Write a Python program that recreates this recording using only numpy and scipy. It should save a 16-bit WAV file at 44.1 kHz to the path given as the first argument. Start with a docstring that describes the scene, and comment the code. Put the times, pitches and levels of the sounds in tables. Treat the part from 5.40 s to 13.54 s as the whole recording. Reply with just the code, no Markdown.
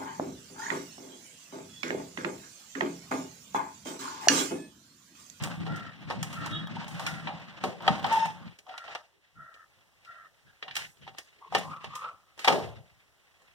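"""Sheet-metal case dragged over stone

Hands drag a metal case over a stone floor and work its lid loose: scrapes, squeaks, clicks and knocks. Drag:
random bumps swell a gliding base resonance; random contacts ring the panels and make the grit hiss. Knocks:
noise cracks plus damped case modes. Squeaks and the crow's faint caws: narrow noise bands on gliding pitches.
Stereo: two microphone ports, each minus the other after a short delay, then a noise suppressor."""
import sys
import numpy as np
from scipy import signal
from scipy.fft import rfft, irfft, next_fast_len
from scipy.io import wavfile
from scipy.ndimage import uniform_filter1d

SR = 44100
rng = np.random.default_rng(int(sys.argv[2]) if len(sys.argv) > 2 else 0)


def persist_wave(psi):
    """Save psi, clipped to +-1, as 16-bit WAV."""
    counts = np.round(np.clip(psi, -1, 1) * 32767).astype(np.int16)
    wavfile.write(sys.argv[1], SR, np.atleast_2d(counts).T)


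def boost_factor(decibels):
    """Convert a level in decibels to a linear amplitude factor."""
    exponent = np.asarray(decibels, float) / 20
    return 10 ** exponent


N = 358974

# background spectrum: (frequency [Hz], level [dB])
AIR_SPECTRUM = [(30, 5.5), (100, 10), (250, 0), (600, 1), (1500, -2.5), (3000, -8), (6000, -7.5),
                (10000, -11.5), (16000, -17)]
AIR_DB = -64.5
# brief sink of the background: (centre [s], half width [s], depth [dB])
AIR_DIP = (3.8, 0.16, -6)

# crow calls: (start [s], length [s], main resonance [Hz], level [dB])
CAWS = [(0.264, 0.3, 1387, -53), (0.949, 0.38, 1330, -51.5), (1.625, 0.25, 1423, -53),
        (3.294, 0.35, 1379, -59), (3.952, .33, 1366, -61.5), (4.651, 0.27, 1373, -59)]
# throat resonances: (factor on main resonance [1], width [Hz], level [dB])
THROAT = [(0.493, 90, -7), (0.921, 88, -13.5), (1, 95.4, 12.5), (1.219, 200, -2), (1.382, 131.8, 3.5)]
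CAW_EDGE_S, CAW_FADE_DB, CAW_SAG_SHARE = 0.057, -8.5, 0.071
CAW_HOARSE_DB = -10.5  # the main resonance fades into the others
CAW_PULSES_PER_S, CAW_JITTER, CAW_BREATH = 90, 5, 0.5

# edges squeaking as they slide: (peak [s], pitch [Hz], level [dB], rise [s], fall [s])
SQUEAKS = [(1.119, 309, -49.5, .3, 0.27), (3.284, 752.6, -57, .06, 0.42), (3.78, 391.4, -67.5, .1, 0.056),
           (5.07, 1636, -65.5, .045, 0.17), (5.278, 784, -51.5, 0.063, 0.059),
           (5.632, 3150, -62, 0.027, 0.079), (5.678, 3260, -60, .04, 0.045),
           (6.029, 1091, -52.5, .04, 0.11), (6.088, 435, -69.5, .4, 0.017), (6.261, 1088, -52, .15, .12),
           (6.335, 1287, -48, .12, 0.22), (6.565, 1232, -48.5, .12, 0.075), (6.664, 1336, -42, 0.14, 0.098),
           (6.84, 1304, -71, 0.15, .25)]
SQUEAK_SPAN_DB = 32  # level lost at both ends of a stroke
SQUEAK_SAG_RISING, SQUEAK_SAG_FALLING = 0.1, 0.047  # share of pitch lost at the ends
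# lid edge sticking and slipping: (time [s], pitch [Hz], relative level [dB])
SQUEAL = [(2.69, 899, -39.5), (2.738, 902, -22), (2.752, 896, -30.5), (2.765, 909, -35), (2.778, 876, -22),
          (2.789, 898, -34), (2.804, 905, -24.5), (2.818, 908, -36), (2.83, 889, -26), (2.868, 888, -42.5),
          (2.888, 860, -33.5), (2.91, 885, -48), (2.97, 861, -54)]
# squeal overtones: {harmonic number: level [dB]}
SQUEAL_TONES = {2: -18, 3: -22, 4: -27, 6: -29, 7: -33}
# rubbed panel singing: (time [s], relative level [dB])
CHIME = [(1.08, -56), (1.14, -37), (1.2, -41), (1.215, -52), (1.3, -50)]

# modes of the case: (frequency [Hz], level [dB], undamped t60 [s])
CASE_MODES = [(113, -2, 0.32), (249, 0.5, 0.48), (361.2, -2.5, 0.16), (448, -4.5, 0.22), (490, -8.5, 0.31),
              (545.4, -7.5, .35), (605.3, -3.5, 0.67), (709, -4, 0.26), (781, 2.5, 0.17), (842, -3, 0.37),
              (924.3, 2, 0.12), (1105, -1.5, 0.089), (1190, -10.5, 0.17), (1270, -4.5, 0.22),
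              (1815, -5.5, 0.13), (2340, -3, 0.12), (2862, -4.5, 0.12), (3150, -2, 0.063),
              (3330, -10, 0.15), (3730, -13.5, 0.1), (4990, -24.5, 0.34), (6740, -22, 0.29),
              (7460, -25, 0.18), (8400, -22, 0.33)]
# knocks and clicks: (time [s], relative level [dB], boom, bass, treble weight [dB], ring t60 [s])
KNOCKS = [(0.0209, -36, -14, -22, -4, 0.22), (0.0343, -26, -14, -29, -3.5, 0.14),
          (0.263, -33.5, -2.5, 0, -24.5, 0.4), (0.3582, -38, -27, -31, -6.5, 0.12),
          (0.6988, -26.5, -4.5, -2.5, -21.5, 0.25), (.706, -27, -37, 7, -26, 0.1),
          (0.8263, -24.5, -39, -8, -4.5, 0.094), (0.926, -38.5, -41, -6, -2, 0.34),
          (0.979, -48, 7, -15, -29.5, 0.096), (1.0584, -32, -71, 6.5, -4.5, 0.098),
          (1.092, -56, -2, -12, -27, 0.11), (1.183, -50, -3, -4, -30, 0.093),
          (1.365, -43, -14, 14, -36, 0.054), (1.4072, -42, -61, 8.5, -21, 0.13),
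          (1.4778, -38, -26, -3, -6.5, 0.92), (1.5932, -29, -22, 1, -13, 0.64),
          (1.663, -21.5, -43, -15, -12, 0.26), (1.8695, -26, -22.5, -0.5, -50, 0.37),
          (2.236, -23.5, -1.5, 0.5, -16, 0.25), (2.4029, -40.5, -1, 4, -25, 0.17),
          (2.463, -32, -7.5, 1, -21, .3), (2.4761, -10, -14.5, 5, -27.5, 0.08),
          (2.6413, -22, -27.5, 8.5, -24, 0.13), (2.7229, -25.5, -17.5, -19.5, -10.5, 0.54),
          (2.8538, -36.5, -21.5, 10, -3.5, 0.15), (3.0759, -42, -41, -6, -31, 0.15),
          (3.1857, -42, -12, -17, -7, 0.11), (3.264, -48, -30, 6.5, -20, 0.25),
          (3.2919, -42.5, -35, -4.5, -20.5, 0.28), (3.3371, -39.5, -33, 4, -28.5, 0.12),
          (3.3763, -29.5, -29, -13, -16, 0.086), (3.439, -43.5, -25, 1, -20.5, .1),
          (3.477, -38.5, -13, 3.5, -27, 0.25), (3.5479, -27, -19, 0.5, -16.5, 0.055),
          (3.552, -27, -12, -1, -29.5, .045), (4.139, -45.5, -11.5, -24, -13, 0.2),
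          (4.646, -45, -22, -19, -16, 0.63), (5.224, -25, -21.5, -20.5, -33, 0.11),
          (5.279, -30.5, -34, -12, -33.5, 0.18), (5.308, -31.5, -41, -34.5, -30, 0.12),
          (5.352, -25.5, -40, -26, -7.5, 0.11), (5.3639, -20, -29, -14, -8, 0.15),
          (5.389, -32, -25, -7, -11, .1), (5.568, -51, -3.5, -9, -22.5, .08),
          (5.6211, -52, 8, -24, -35, 0.068), (5.665, -45.5, -9, 6, -29.5, 0.07),
          (5.675, -36, -11, -1.5, -26.5, 0.11), (5.7454, -45.5, -1, 0.5, -20.5, 0.056),
          (5.7823, -28.5, -19, -16, -9, 0.096), (6.122, -41, 0, 16, -11.5, 0.24),
          (6.147, -13, -7.5, 1, -18, 0.11), (6.182, -35.5, -41, -19.5, 2, 0.088),
          (6.4409, -30.5, -12, -1.5, -19.5, 0.093), (6.551, -31.5, -45, -26, -5, 0.17),
          (6.6395, -38.5, -11.5, 2.5, -30, 0.22), (6.9751, -48, -6.5, -4, -6.5, 0.23),
          (6.9897, -31.5, -17.5, -20, -11.5, 0.59), (7.0434, -15.5, -28, -7.5, -17.5, 0.16),
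          (7.0739, -11, -7.5, -1, -21, 0.34), (7.079, -8.5, -18, 3, -16.5, 0.043),
          (7.096, -27, 3, -1, -19, 0.36), (7.122, -23.5, 5.5, -1, -14, 0.25),
          (7.155, -31.5, 2, 1, -20, 0.15), (8.0165, -57, -3.5, -16, -4.5, 0.31)]
# noise of a blow: (frequency [Hz], level [dB])
CRACK_SPECTRUM = [(60, -45), (200, -15.5), (800, -1), (2500, -0.5), (5000, -5.5), (10000, -19.5),
                  (16000, -32)]
MODE_DETUNE = 0.01  # spread of mode pitch from blow to blow, as a share
CONTACT_S = 0.0027  # a blow builds up while the edges meet
SEAT_S, SEAT_FALL_S, SEAT_DB = 0.013, 0.005, -0.5  # free ringing, then the parts seat

# base resonance under the hands: (time [s], frequency [Hz])
BASE = [(0.0, 161), (2.04, 164), (2.27, 186.6), (4.58, 131.8), (5.69, 137.6), (5.92, 176.5), (6.28, 171.5),
        (6.64, 137.2), (6.82, 188.7), (7.2, 170.5), (7.26, 115.5), (7.64, 116), (8.14, 129.6)]
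# one long drag: (time [s], rumble [dB], scrape [dB], grit [dB])
DRAG = [(0.0, -28, -37, -35), (0.08, -31, -44, -49), (0.41, -40, -56, -51), (0.57, -50, -63.5, -57.5),
        (0.62, -37, -57, -54.5), (0.72, -42, -54, -51.5), (0.78, -33.5, -60.5, -49),
        (0.88, -39.5, -50.5, -49.5), (1.11, -33, -52, -45), (1.17, -34.5, -53.5, -50.5),
        (1.35, -36, -52, -50), (1.42, -39, -53, -50), (1.9, -41.5, -52.5, -50), (2.2, -56, -54.5, -54),
        (2.29, -39.5, -53, -51), (2.36, -53, -63.5, -56.5), (2.46, -45, -40.5, -47.5),
        (2.501, -30, -43, -41), (2.63, -35, -44.5, -48.5), (2.7, -40.5, -36, -39.5),
        (2.859, -46.5, -49, -44), (2.95, -50.5, -58.5, -57), (3.04, -53, -56.5, -59.5),
        (3.2, -83, -78.5, -68)]
# separate nudges: (full force from [s], hold [s], rumble [dB], scrape [dB], grit [dB])
NUDGES = [(3.063, 0.013, -48.5, -64, -57), (3.289, 0.18, -72.5, -67, -57.5),
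          (3.492, 0.039, -69, -52, -44.5), (3.979, .015, -55, -81, -73.5),
          (4.386, 0.017, -66.5, -75.5, -73.5), (4.684, 0.18, -67, -84, -64.5),
          (5.059, 0.024, -60, -95, -64.5), (5.278, 0.031, -50.5, -75, -61),
          (5.383, 0.058, -59, -66.5, -42.5), (5.628, .01, -49, -79, -54.5), (5.67, .01, -56, -79, -50),
          (5.747, 0.63, -83, -82.5, -64.5), (6.152, 0.058, -35, -57, -39), (6.27, 0.1, -50, -67.5, -59.5),
          (6.41, 0.14, -52, -74, -57), (6.575, 0.11, -62.5, -71.5, -53.5), (7.001, 0.0503, -72, -78.5, -50),
          (7.105, 0.13, -35.5, -58, -53), (7.232, .14, -44.5, -60.5, -56.5),
          (7.447, 0.091, -61.5, -72.5, -65.5), (8.003, .2, -85, -68.5, -65)]
NUDGE_RISE_DB_PER_S = 502
# nudge decay: (rumble [dB/s], scrape [dB/s], grit [dB/s])
NUDGE_FALLS_DB_PER_S = (196.5, 302.5, 348)
# hands resting on the case: (rumble [dB], scrape [dB], grit [dB])
REST_DB = (-90, -89.5, -66.5)
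# scrape spectrum: (frequency [Hz], level [dB])
SCRAPE_SPECTRUM = [(250, -40.5), (500, 4.5), (900, 7), (1600, 7), (2500, -26.5), (4000, -31.5)]
# grit spectrum: (frequency [Hz], level [dB])
GRIT_SPECTRUM = [(1000, -9), (2000, 6), (3300, 1.5), (5000, -6), (8000, -17.5), (12000, -36),
                 (16000, -78.5)]
# part of the panel ring that grit excites: (frequency [Hz], level [dB])
GRIT_RING_SPECTRUM = [(1200, -40), (2500, 0), (6000, 8), (8000, -6)]
# grit thrown up by a knock: (frequency [Hz], level [dB])
FIZZ_SPECTRUM = [(3000, -24.5), (6000, 3.5), (10000, -5.5), (16000, -26.5)]
FIZZ_DB, FIZZ_FALL_DB_PER_S = -38, 128  # level re knock
SHAKE_DB, SHAKE_FALL_DB_PER_S = -18.5, 449  # grit shaken loose, level re knock
SHAKE_PER_TREBLE = 0.25  # dB of shake per dB of treble weight
TICKS_PER_S, TICK_SPREAD_DB, TICK_DB = 90, 8, -7  # loose edges ticking

# room decay: (frequency [Hz], t60 [s])
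ROOM = [(150, 0.26), (700, 0.44), (3000, 0.2), (10000, 0.64)]

# bass cut of the microphone: (frequency [Hz], level [dB])
MIC_LOW = [(20, -16.5), (45, -1.5), (90, -1.5), (300, -0.5)]
# likeness of the ports: (frequency [Hz], likeness [0-1])
SHARED = [(100, 0.4), (200, .45), (400, 0.58), (800, 0.49), (1500, 0.012)]
# subtraction between ports: (frequency [Hz], share of the other port [0-1])
CROSS = [(100, 0.74), (2200, 0.82), (4500, 0.57), (8000, 0.22), (11000, 0.069), (14000, 0.37)]
CROSS_S, RIGHT_LATE_S = 0.000437, 0.000016
# phase lag of the right: (frequency [Hz], lag beyond RIGHT_LATE_S [rad])
RIGHT_TURN = [(60, -1), (170, -1.32), (250, -.8), (350, 0.29), (500, 0.3), (900, 0.3), (1400, -0.66),
              (2800, 0.012), (5000, 0.13)]
# right over left: (frequency [Hz], level [dB])
RIGHT_LIFT = [(150, -2), (1500, -.6), (4500, 2), (15000, .6)]


def evened(x):
    """Scales to rms 1."""
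    return x / np.sqrt(np.mean(x ** 2) + 1e-20)


def read(points, hz):
    """Interpolates a table on a log-frequency axis."""
    f, value = np.transpose(points)
    return np.interp(np.log(hz + 1), np.log(f + 1), value)


def colour(x, points):
    """Filters x by a spectrum in dB."""
    size = next_fast_len(len(x) + SR // 10)
    gain = boost_factor(read(points, np.fft.rfftfreq(size, 1 / SR)))
    return irfft(rfft(x, size) * gain, size)[:len(x)]


def add(mix, start_s, sound):
    """Mixes a sound in at start_s."""
    part = mix[round(start_s * SR):][:len(sound)]
    part += sound[:len(part)]


def unroll(rows):
    """Time axis and sample-rate columns of a curve table."""
    s, *columns = np.transpose(rows)
    t = np.arange(s[0], s[-1], 1 / SR)
    return [t] + [np.interp(t, s, c) for c in columns]


def whistle(hz, width_hz):
    """Complex narrow-band noise: two-pole lowpass noise shifted up to the curve hz."""
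    r = np.exp(-np.pi * width_hz / SR)
    slow = rng.standard_normal(len(hz)) + 1j * rng.standard_normal(len(hz))
    slow = signal.lfilter([1], [1, -2 * r, r * r], slow)
    carrier = np.exp(2j * np.pi * np.cumsum(hz) / SR)
    return slow / np.sqrt(np.mean(abs(slow) ** 2) / 2) * carrier


def random_hits(per_s, spread_db):
    """Sparse impulses at random times, with exponentially spread levels."""
    size = boost_factor(spread_db * np.minimum(rng.exponential(1, N), 3))
    return size * (rng.random(N) < per_s / SR)


def background_air():
    """Steady coloured noise that sinks briefly."""
    air = boost_factor(AIR_DB) * evened(colour(rng.standard_normal(N), AIR_SPECTRUM))
    centre_s, half_s, dip_db = AIR_DIP
    t = np.arange(N) / SR
    return air * boost_factor(dip_db * np.exp(-((t - centre_s) / half_s) ** 2))


def voice_rasp():
    """Jittered pulses of the crow's voice over steady breath."""
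    jitter = CAW_JITTER * uniform_filter1d(rng.standard_normal(N), size=200)
    rate = CAW_PULSES_PER_S * (1 + jitter)
    return CAW_BREATH + evened(np.cos(np.pi * np.cumsum(rate) / SR) ** 4)


def crow(rasp):
    """Hoarse caws: noise in the throat resonances, ever more chopped by the voice pulses."""
    out = np.zeros(N)
    for start_s, length_s, top_hz, db in CAWS:
        t = np.arange(0, length_s, 1 / SR)
        progress = t / length_s
        hz = top_hz * (1 - CAW_SAG_SHARE * progress ** 2)
        caw = 0
        for factor, width_hz, part_db in THROAT:
            hoarse_db = (factor == 1) * CAW_HOARSE_DB * progress
            caw = caw + boost_factor(part_db + hoarse_db) * whistle(hz * factor, width_hz).real
        edges = np.clip(np.minimum(t, length_s - t) / CAW_EDGE_S, 0, 1)
        chop = rasp[round(start_s * SR):][:len(t)] ** progress
        add(out, start_s, boost_factor(db + CAW_FADE_DB * progress) * caw * edges * chop)
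    return out


def edge_squeaks(judder):
    """Sliding edges: fuzzy bands that peak in level and pitch at the hardest push, sliding in fits."""
    out = np.zeros(N)
    for peak_s, top_hz, db, rise_s, fall_s in SQUEAKS:
        t = np.arange(-rise_s, fall_s, 1 / SR)
        slack = np.maximum(-t / rise_s, t / fall_s)  # 0 at the hardest push, 1 at the ends
        hz = top_hz * (1 - np.where(t < 0, SQUEAK_SAG_RISING, SQUEAK_SAG_FALLING) * slack)
        rub = whistle(hz, 90).real + boost_factor(-3) * whistle(0.9 * hz, 220).real
        rub += boost_factor(-20) * whistle(0.41 * hz, 90).real
        rub += boost_factor(-16.5) * whistle(1.9 * hz, 300).real
        add(out, peak_s - rise_s, boost_factor(db - SQUEAK_SPAN_DB * slack) * rub)
    return out * judder ** 1.51


def lid_squeal():
    """Stick-slip of the lid edge: a throbbing tone with overtones locked to its phase."""
    out = np.zeros(N)
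    t, hz, db = unroll(SQUEAL)
    core = whistle(hz, 13)
    turn = core / abs(core)  # steady size, wandering phase
    tone = turn.real + boost_factor(-11.5) * whistle(hz, 70).real
    for harmonic, part_db in SQUEAL_TONES.items():
        flutter = whistle(0 * hz, 90)
        tone += boost_factor(part_db) * (turn ** (harmonic - 1) * core * flutter).real
    add(out, t[0], boost_factor(db + 0.5) * tone * signal.windows.tukey(len(t), 0.1))
    return out


def panel_chime():
    """A rubbed panel singing: three narrow noise bands at mode pitches."""
    out = np.zeros(N)
    t, db = unroll(CHIME)
    tones = whistle(3330 + 0 * t, 58).real + boost_factor(-0.5) * whistle(3745 + 0 * t, 60).real
    tones += boost_factor(-8.0) * whistle(2930 + 0 * t, 55).real
    add(out, t[0], boost_factor(db - 5.5) * tones * signal.windows.tukey(len(t), 0.3))
    return out


def knock(db, boom_db, bass_db, treble_db, ring_t60_s):
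    """A crack, a rattle of dense high modes, case modes damped by the hands, and hollow air in the case."""
    t = np.arange(round(np.clip(1.7 * ring_t60_s, 0.12, 0.5) * SR)) / SR
    t60_s = max(ring_t60_s, 0.02)

    hz, mode_db, own_t60_s = np.transpose(CASE_MODES)[:, :, None]
    luck = rng.standard_normal((len(CASE_MODES), 3))
    hz = hz * (1 + MODE_DETUNE * luck[:, 2:])  # the grip bends the panels a little
    struck_db = mode_db + 4 * luck[:, :1]  # each blow lands elsewhere
    decay_per_s = np.hypot(1 / np.clip(own_t60_s, 0.02, 1), 1 / t60_s)
    ring = boost_factor(struck_db - 60 * t * decay_per_s) * np.sin(2 * np.pi * hz * t + 9 * luck[:, 1:2])

    noise = evened(colour(rng.standard_normal(len(t)), CRACK_SPECTRUM))
    dull = evened(colour(noise, [(400, -1.5), (3000, -14.5), (12000, -2.5)]))
    crack = noise * boost_factor(-60 * t / 0.036)
    rattle = dull * boost_factor(-11.5 - 60 * t / t60_s)
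    hollow = evened(colour(noise, [(90, -8), (200, 0.5), (700, -3), (1500, -34)]))
    hollow *= (1 - np.exp(-t / 0.032)) * boost_factor(-60 * t / (1.73 * t60_s))  # swells, then lingers

    sound = crack + rattle + boost_factor(-8.5) * ring.sum(0) + boost_factor(-10.0) * hollow
    sound = colour(sound, [(150, boom_db - 7.5), (400, boom_db + 8.5), (850, bass_db),
                           (1800, 0.026), (4000, 0.0092), (7000, treble_db + 13.0)])
    seated = boost_factor(SEAT_DB * np.clip((t - SEAT_S) / SEAT_FALL_S, 0, 1))
    fade_out = np.cos(np.pi / 2 * t / t[-1])
    onset = np.clip(t / CONTACT_S, 0, 1) ** 3.6
    return boost_factor(db - 4.5) * sound * seated * fade_out * onset


def lumps(per_s, spread_db, pole_t60_s):
    """Uneven rubbing pressure: random contacts of uneven size through a double-pole decay, at rms 1."""
    r = boost_factor(-60 / (max(pole_t60_s, 0.005) * SR))
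    return evened(signal.lfilter([1], [1, -2 * r, r * r], random_hits(per_s, spread_db)))


def tent(t, start_s, hold_s, rise_db_per_s, fall_db_per_s):
    """Gain of a gesture: climbs to 1 at start_s, holds, falls away."""
    rise_db = rise_db_per_s * np.maximum(start_s - t, 0)
    fall_db = fall_db_per_s * np.maximum(t - start_s - hold_s, 0)
    return boost_factor(-rise_db - fall_db)


def motion():
    """Gains of rumble, scrape, grit and fizz: drag, nudges, resting hands and knock-shaken grit add in power."""
    t = np.arange(0, N, 32) / SR
    s, *drag_db = np.transpose(DRAG)
    power = np.array([boost_factor(np.interp(t, s, db, right=-200)) ** 2 + boost_factor(rest_db) ** 2
                      for db, rest_db in zip(drag_db, REST_DB)])
    for start_s, hold_s, *levels_db in NUDGES:
        for row, (db, fall) in enumerate(zip(levels_db, NUDGE_FALLS_DB_PER_S)):
            power[row] += (boost_factor(db) * tent(t, start_s, hold_s, NUDGE_RISE_DB_PER_S, fall)) ** 2
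    fizz = np.zeros(len(t))
    for start_s, db, _, _, treble_db, _ in KNOCKS:
        fizz_gain = boost_factor(db + FIZZ_DB + treble_db / 2)
        fizz += (fizz_gain * tent(t, start_s, 0, 1500, FIZZ_FALL_DB_PER_S)) ** 2
        shake_gain = boost_factor(db + SHAKE_DB + SHAKE_PER_TREBLE * treble_db)
        power[2] += (shake_gain * tent(t, start_s + 0.0054, 0, 1500, SHAKE_FALL_DB_PER_S)) ** 2
    return [np.interp(np.arange(N) / SR, t, np.sqrt(p)) for p in [*power, fizz]]


def panel_response():
    """Impulse response of the case modes, each at 0.4 of its undamped t60."""
    t = np.arange(4000) / SR
    return sum(boost_factor(db - 60 * t / (0.4 * t60_s)) * np.sin(2 * np.pi * hz * t)
               for hz, db, t60_s in CASE_MODES)


def drag(coarse, fine, bumps, tick_hits):
    """Bumps swell the base rumble; coarse slips scrape and ring the panels; finer ones make the grit hiss."""
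    rumble_gain, scrape_gain, grit_gain, fizz_gain = motion()
    panels = panel_response()

    base_hz = np.resize(unroll(BASE)[1], N)
    rumble = whistle(base_hz, 40).real + boost_factor(-7) * whistle(1.3 * base_hz, 60).real
    rumble += boost_factor(-7.5) * whistle(0.68 * base_hz, 39).real
    rumble += boost_factor(-14.5) * whistle(1.7 * base_hz, 100).real * fine

    slips = coarse * np.sqrt(fine) * rng.standard_normal(N)
    scrape = evened(colour(slips, SCRAPE_SPECTRUM))
    scrape += boost_factor(-9.0) * evened(signal.oaconvolve(slips, panels)[:N])

    hiss = np.sqrt(coarse) * fine * rng.standard_normal(N)
    grit = evened(colour(hiss, GRIT_SPECTRUM))
    hiss_ring = signal.oaconvolve(hiss, panels)[:N]
    grit += boost_factor(-17.5) * evened(colour(hiss_ring, GRIT_RING_SPECTRUM))
    fizz = evened(colour(hiss, FIZZ_SPECTRUM))

    ring_t = np.arange(len(panels)) / SR
    tick_noise = rng.standard_normal(len(panels)) * boost_factor(-22.0 - 60 * ring_t / 0.032)
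    tick = panels / abs(panels).max() + tick_noise
    ticking = signal.oaconvolve(tick_hits, tick)[:N]
    scrape += boost_factor(TICK_DB) * evened(ticking)
    grit += boost_factor(-17.5) * evened(colour(ticking, GRIT_RING_SPECTRUM))

    moving = rumble_gain * evened(rumble * bumps) + scrape_gain * evened(scrape)
    return moving + grit_gain * grit + fizz_gain * fizz


def room(x):
    """Convolves with a delayed noise tail whose bands die at their own speed."""
    hz, t, z = signal.stft(rng.standard_normal(SR // 2), SR, nperseg=256)
    tail = signal.istft(z * boost_factor(-60 * t / read(ROOM, hz)[:, None]), SR, nperseg=256)[1]
    tail = np.r_[np.zeros(200), tail]
    return signal.oaconvolve(x, tail / np.linalg.norm(tail))[:N]


def port(coarse, fine, rasp, bumps, tick_hits):
    """What one port hears: shared gestures, with phases of its own from the many radiating panels."""
    near = edge_squeaks(fine) + lid_squeal() + panel_chime()
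    for start_s, *blow in KNOCKS:
        add(near, start_s, knock(*blow))
    distant = background_air() + crow(rasp)
    return distant + near + boost_factor(-10.0) * room(near) + drag(coarse, fine, bumps, tick_hits)


def scene():
    """Two ports driven by the same rubbing pressure, voice pulses and ticks."""
    coarse = 0.52 + lumps(90, 5, 0.16)
    fine = 0.5 + lumps(270, 3, 0.04)
    rasp = voice_rasp()
    bumps = 0.7 + lumps(30, 3.5, 0.12)
    tick_hits = random_hits(TICKS_PER_S, TICK_SPREAD_DB)
    return np.array([port(coarse, fine, rasp, bumps, tick_hits) for _ in range(2)])


def suppress(x):
    """Noise suppressor: turns down bins near their own quiet level, trimming tails and mottling the floor."""
    z = signal.stft(x, nperseg=512, noverlap=384)[2]
    power = (abs(z) ** 2).mean(0)
    power = uniform_filter1d(uniform_filter1d(power, size=5, axis=0), size=5, axis=1)
    quiet = np.percentile(power, 15, axis=1, keepdims=True)
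    gain = np.sqrt(np.maximum(1 - 1.4 * quiet / power, boost_factor(-9.0)))
    return signal.istft(z * gain, nperseg=512, noverlap=384)[1][:, :N]


def roll_off(x):
    """The treble ends steeply here."""
    return signal.sosfilt(signal.butter(12, 16450, fs=SR, output="sos"), x)


def record(dry):
    """Each channel is its port minus the other one delayed, which combs mid and side."""
    size = next_fast_len(N + 64)
    hz = np.fft.rfftfreq(size, 1 / SR)
    ports = rfft(dry, size) * boost_factor(read(MIC_LOW, hz))
    shared = np.clip(read(SHARED, hz), 0, 0.98)  # long waves reach both ports alike
    ports[1] = shared * ports[0] + np.sqrt(1 - shared ** 2) * ports[1]
    delay = np.exp(-2j * np.pi * hz * CROSS_S)
    stereo = ports - np.clip(read(CROSS, hz), 0, 1) * delay * ports[::-1]
    lift = boost_factor(read(RIGHT_LIFT, hz) / 2)  # half up on the right, half down on the left
    lag_rad = 2 * np.pi * hz * RIGHT_LATE_S + read(RIGHT_TURN, hz)
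    stereo = stereo * np.array([1 / lift, lift * np.exp(-1j * lag_rad)])
    cleaned = suppress(irfft(stereo, size)[:, :N])
    mix = 0.9 * np.tanh(cleaned / 0.9)  # rounds the loudest blows
    return roll_off(mix)


dry = scene()
out = record(dry)
persist_wave(out)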